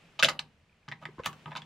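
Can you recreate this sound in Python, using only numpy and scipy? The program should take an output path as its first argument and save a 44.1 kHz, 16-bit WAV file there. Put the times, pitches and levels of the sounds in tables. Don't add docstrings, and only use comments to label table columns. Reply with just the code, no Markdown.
import sys
import numpy as np
from scipy import signal
from scipy.fft import rfft, irfft
from scipy.io import wavfile
from scipy.ndimage import uniform_filter1d

SR = 44100
rng = np.random.default_rng(int(sys.argv[2]) if len(sys.argv) > 2 else 0)


def int16_out(signal):
    q = np.round(np.clip(np.atleast_2d(signal).T, -1, 1) * 32767)
    wavfile.write(sys.argv[1], SR, q.astype(np.int16))


N = 72765
T = np.arange(N) / SR
SPECTRUM_HZ = np.arange(N + 1) * SR / (2 * N)

# (time [s], table hollow [dB], table top [dB],
# cover dome [dB], cover wall [dB], rim [dB], crack [dB], boom [dB])
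TOUCHES = [ (.1900, -74, -51, -57, -34, -60, -60, -56), (.1922, -34, -26.5, -61, -32.5, -55, -39, -65),
           (.1983, -57, -40, -49, -28, -25, -36, -74), (.2260, -23.5, -28.5, -9, -15, -32, -18, -39),
           (.2316, -29, -39, -12, -20, -22, -16, -52), (.2380, -28, -40, -46, -55, -28, -17, -52),
           (.2412, -41, -40, -56.5, -23.5, -43, -38, -55.5),
           (.2486, -51.5, -39, -29.5, -24.5, -17.5, -35, -48.5),
           (.2534, -31.5, -33.5, -28.5, -24.5, -15, -26, -47.5),
           (.2848, -33, -23.5, -42, -25, -29.5, -40.5, -57.5),
           (.2882, -49, -55, -38.5, -19.5, -20, -22.5, -64), (.3935, -52, -36.5, -36, -30.5, -25, -33, -52),
           (.8803, -64.5, -39.5, -47.5, -45, -60.5, -64.5, -45),
           (.8862, -62, -42, -39.5, -43.5, -38.5, -57, -68.5), (.9156, -62, -45, -46, -43.5, -53, -67, -58),
           (.9218, -54, -33.5, -46, -36.5, -51, -73, -54), (1.0250, -51, -40, -64, -72, -71, -63, -49.5),
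           (1.0542, -47, -35, -33, -39.5, -41.5, -49.5, -47.5),
           (1.2360, -78, -47, -45.5, -43.5, -48, -56, -87), (1.2586, -66, -55, -63, -30.5, -30.5, -60, -53),
           (1.2610, -61, -27, -28, -26.5, -40, -32.5, -42), (1.2690, -43, -32.5, -46, -34.5, -36, -27, -51),
           (1.3295, -54, -81, -49, -45.5, -56, -45, -85), (1.4583, -59, -32.5, -44, -42, -71, -78, -44.5),
           (1.4740, -58, -69, -58, -70, -75, -70, -45.5), (1.5530, -51, -50, -37, -39, -44, -69, -47.5),
           (1.5619, -62, -27.5, -48, -30.5, -49, -73, -50.5), (1.5700, -63, -52, -58, -47.5, -26, -41, -81),
           (1.6195, -64, -72, -51, -45, -58, -68, -56)]


def from_db(db):
    return 10 ** (np.asarray(db) / 20)


def at_hz(points, hz):
    row_hz, values = np.transpose(points)
    return np.interp(np.log(np.maximum(hz, 1)), np.log(row_hz), values)


def stereo_noise(spectrum):
    # (frequency [Hz], likeness [0 to 1])
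    likeness = [(100, 1), (1000, 0.82), (2500, 0.49), (5000, 0.59), (9000, 0.067), (15000, .1)]
    alike = np.clip(at_hz(likeness, SPECTRUM_HZ), 0, 1)
    mid, side = rfft(rng.standard_normal((2, 2 * N)))
    white = irfft(np.sqrt(1 + alike) * mid + np.sqrt(1 - alike) * side * [[1], [-1]])[:, :N]
    noise = irfft(rfft(white, 2 * N) * from_db(at_hz(spectrum, SPECTRUM_HZ)))[:, :N]
    return noise / noise.std()


def clicks(times, gains):
    return np.bincount((times * SR).astype(int), gains, N)[:N]


def convolve(x, response):
    return signal.fftconvolve(np.atleast_2d(x), np.atleast_2d(response), axes=-1)[:, :N]


def ring(blows, hz, ring_s):
    decay, angle = from_db(-60 / (ring_s * SR)), 2 * np.pi * hz / SR
    treble_cut = signal.butter(2, min(2.4 * hz, SR * 4 / 9), fs=SR)
    soft = signal.lfilter(*treble_cut, blows + 1e-18)
    return signal.lfilter([.5, 0, -.5], [1, -2 * decay * np.cos(angle), decay ** 2], soft + 1e-18 * T)


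def strike(times, db, tones, spread_db=3.5):
    out = 0
    for k, (hz, tone_db, ring_s) in enumerate(tones):
        spread, lean = rng.standard_normal((len(times), 2)).T
        level = db + tone_db + spread_db * spread
        pan_db = lean * min(hz / 4000, 1.4) ** 2
        ears = [ring(clicks(times, from_db(level + side * pan_db)), hz, ring_s) for side in (.5, -.5)]
        out = out + (-1) ** k * np.array(ears)
    return out


def background(pip_hz=2450, pip_db=-61, pip_width_s=0.002):
    # (frequency [Hz], relative level [dB])
    noise_spectrum = [(30, -21.5), (110, -9), (160, 0.5), (270, -11.5), (450, -11.5), (1000, -16),
                      (2700, -14.5), (4000, -23), (8000, -31.5), (16000, -48.5)]
    # (time [s], level [dB])
    noise_levels = [(0, -60.5), (.17, -62), (.5, -68), (.62, -69), (.85, -69), (1.1, -64.5), (1.4, -58.5),
                    (1.65, -61.5)]
    pip_times = [0.056, 0.096, .697, 0.729, 0.832, .997, 1.43]
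    # (frequency [Hz], relative level [dB])
    rumble_spectrum = [(15, -14), (38, -0.5), (55, -3.5), (80, 2), (140, -7.5), (250, -23.5), (1000, -63.5)]
    noise = from_db(np.interp(T, *np.transpose(noise_levels))) * stereo_noise(noise_spectrum)
    pip_swells = sum(np.exp(-((T - time) / pip_width_s) ** 2) for time in pip_times)
    pips = from_db(pip_db) * pip_swells * np.sin(2 * np.pi * pip_hz * T)
    return noise + pips + from_db(-72.5) * stereo_noise(rumble_spectrum)


def room(sound):
    # (frequency [Hz], relative level [dB])
    spectrum = [(100, -3.5), (250, 7), (600, 0), (1500, -1.5), (3500, -3), (7000, 3), (15000, -10)]
    # (frequency [Hz], ring time [s])
    ring_times = [(100, 0.94), (400, 0.34), (1500, 0.17), (4000, 0.16), (8000, 0.097), (15000, 0.25)]
    near_db, near_delay_s, near_ring_s = -4.5, 0.001, 0.057
    tail_db, tail_delay_s = -9, 0.0071
    near = stereo_noise(spectrum) * (T > near_delay_s) * from_db(-60 * T / near_ring_s)
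    noise = rfft(stereo_noise(spectrum), 2 * N)
    centres = np.geomspace(100, 15000, 8)
    tail = 0
    for centre, share in zip(centres, np.eye(len(centres))):
        band = irfft(noise * at_hz(np.c_[centres, share], SPECTRUM_HZ))[:, :N]
        tail = tail + band * (T > tail_delay_s) * from_db(-60 * T / at_hz(ring_times, centre))
    near *= from_db(near_db) / np.linalg.norm(near[0])
    tail *= from_db(tail_db) / np.linalg.norm(tail[0])
    return convolve(sound, near + tail)


def boom(rise_s=0.0024):
    # (pitch [Hz], relative level [dB], ring time [s])
    tones = [(150.9, -1.5, 0.47), (210.8, -14.5, 0.66)]
    # (frequency [Hz], relative level [dB])
    spectrum = [(40, -30), (85, -7.5), (130, 4), (190, -1.5), (300, -8), (500, -15.5), (1000, -52.5)]
    times, *_, boom_db = np.transpose(TOUCHES)
    blow_power = clicks(times, from_db(2 * boom_db))

    def swell(ring_s):
        shape = (1 - np.exp(-T / rise_s)) ** 2 * from_db(-60 * T / ring_s)
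        return np.sqrt(np.abs(convolve(blow_power, shape ** 2)))
    hum = sum(from_db(db) * swell(ring_s) * np.sin(2 * np.pi * (hz * T + rng.random()))
              for hz, db, ring_s in tones)
    return hum + from_db(-3.5) * swell(ring_s=0.31) * stereo_noise(spectrum)


def finger_pushes(bump_db=1.5, rise_s=0.0043):
    # (time [s], relative level [dB], bump pitch [Hz])
    pushes = [(1.087, -44.5, 400), (1.1825, -42, 318), (1.1957, -34, 486)]
    # (pitch [Hz], relative level [dB], ring time [s])
    tones = [(82.5, -1.5, 0.03), (163, -5.5, 0.022), (1052, -4, 0.049), (1525, -14, 0.019),
             (2600, -30, 0.011)]
    times, levels, _ = np.transpose(pushes)
    out = strike(times, levels, tones)
    for time, db, hz in pushes:
        age = np.maximum(T - time, 0)
        swell = (age / rise_s * np.exp(1 - age / rise_s)) ** 2
        out = out + from_db(db + bump_db) * swell * np.sin(2 * np.pi * hz * age)
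    return out


def squeak(peak_s=0.3942, rise_s=0.0029, fall_s=0.00061, db=-22, roughness=0.0817):
    t = T - peak_s
    swell = np.exp(-np.maximum(-t / rise_s, t / fall_s) ** 4)
    smooth_hz = np.interp(t, [-0.00135, -0.00045], [2795, 4200])
    wobble = uniform_filter1d(rng.standard_normal(N), size=12)
    hz = smooth_hz * (1 + roughness * wobble / wobble.std())
    return from_db(db) * swell * np.sin(2 * np.pi * np.cumsum(hz) / SR)


def crack(times, db, spectrum, ring_s=0.0087, pan_db=0.7):
    decay = from_db(-120 / (ring_s * SR))
    power = signal.lfilter([1], [1, -decay], clicks(times, from_db(2 * db)) + 1e-18)
    return .5 * np.sqrt(power) * stereo_noise(spectrum) * from_db([[pan_db], [-pan_db]])


def plastic(times, *levels):
    # (pitch [Hz], relative level [dB], ring time [s])
    table_hollow = [(417.7, -17.5, .025), (535.2, -8, 0.042), (643, -5.5, 0.023), (730, -13, .022)]
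    table_top = [(817, -4.5, 0.024), (977, -7.5, 0.026), (1087, -8, 0.026), (1233, -6.5, 0.026)]
    cover_dome = [(1308, -4.5, 0.015), (1547, -2.5, 0.014), (1794, -2, 0.023), (1794, -5, 0.014),
                  (2040, 0.5, 0.0075)]
    cover_wall = [(2180, -7, 0.0037), (2610, 4.5, 0.005), (3040, 2.5, 0.0083), (3575, -1, 0.008),
                  (3950, -7, 0.014)]
    rim = [(4250, -3.5, 0.0036), (4990, -1.5, 0.002), (6530, -10.5, 0.0054), (7300, -18, 0.004)]
    # (frequency [Hz], relative level [dB])
    crack_spectrum = [(250, -1), (1500, -10.5), (4000, 7), (7000, 3), (10000, -1.5), (13000, -7.5),
                      (15500, -13)]
    parts = table_hollow, table_top, cover_dome, cover_wall, rim
    ringing = sum(strike(times, db, tones) for db, tones in zip(levels, parts))
    return ringing + crack(times, levels[-1], crack_spectrum)


def rubs(slip_count=12, spread_db=5):
    # (start [s], length [s], table hollow [dB], table top [dB], cover dome [dB],
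    # cover wall [dB], rim [dB], crack [dB])
    slides = [(0.19, .013, -65, -57, -46.5, -34, -30, -60), (0.239, .017, -37, -55, -44, -27, -33, -32),
              (0.283, 0.022, -46.5, -39.5, -38.5, -40.5, -32.5, -36),
              (1.011, 0.032, -64, -46.5, -57, -60, -65, -61),
              (1.179, .034, -57.5, -50, -57.5, -63, -62, -79),
              (1.24, 0.018, -65, -49.5, -46, -45, -67, -48.5),
              (1.461, 0.036, -84, -44.5, -56, -60.5, -64, -88),
              (1.502, 0.041, -64, -47, -53.5, -55, -73, -80), (1.568, 0.014, -59, -48, -50, -46, -58, -59)]
    slips = []
    for start, length, *levels in slides:
        progress = (np.arange(slip_count) + rng.random(slip_count)) / slip_count
        force_db = 20 * np.log10(np.sin(np.pi * progress)) + spread_db * rng.standard_normal(slip_count)
        slips.append([start + length * progress] + [db + force_db for db in levels])
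    return plastic(*np.hstack(slips))


def pings(ring_cycles=41):
    # (time [s], level [dB], pitch [Hz])
    taps = [(0.202, -29.5, 1205), (.2316, -7, 2670), (.2855, -20.5, 2014), (.9156, -32, 1863),
            (.9218, -29.5, 1904), (1.0542, -33, 1944), (1.2615, -23, 1116), (1.4785, -40, 900),
            (1.553, -33, 1027), (1.5625, -39, 3430), (1.6195, -36.5, 3350)]
    return sum(ring(clicks(np.array([time]), from_db([db])), hz, ring_cycles / hz)
               for time, db, hz in taps)


def snap():
    # (time [s], relative level [dB])
    snaps = [(1.2599, -21)]
    # (frequency [Hz], relative level [dB])
    spectrum = [(2000, 4), (7000, 7), (11000, 1), (14000, 7), (16000, -5)]
    return crack(*np.transpose(snaps), spectrum)


def clatter():
    times, *levels, _ = np.transpose(TOUCHES)
    return plastic(times, *levels)


def scene():
    toy = clatter() + pings() + rubs() + snap()
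    chirp, bumps = squeak(), finger_pushes()
    air = background()
    echoes = room(toy + from_db(-15) * bumps + from_db(-6) * chirp)
    return toy + bumps + chirp + echoes + boom() + air


def record(dry, cutoff_hz=16300):
    return signal.sosfiltfilt(signal.cheby2(16, 50, cutoff_hz, fs=SR, output="sos"), dry)


dry = scene()
out = record(dry)
int16_out(out)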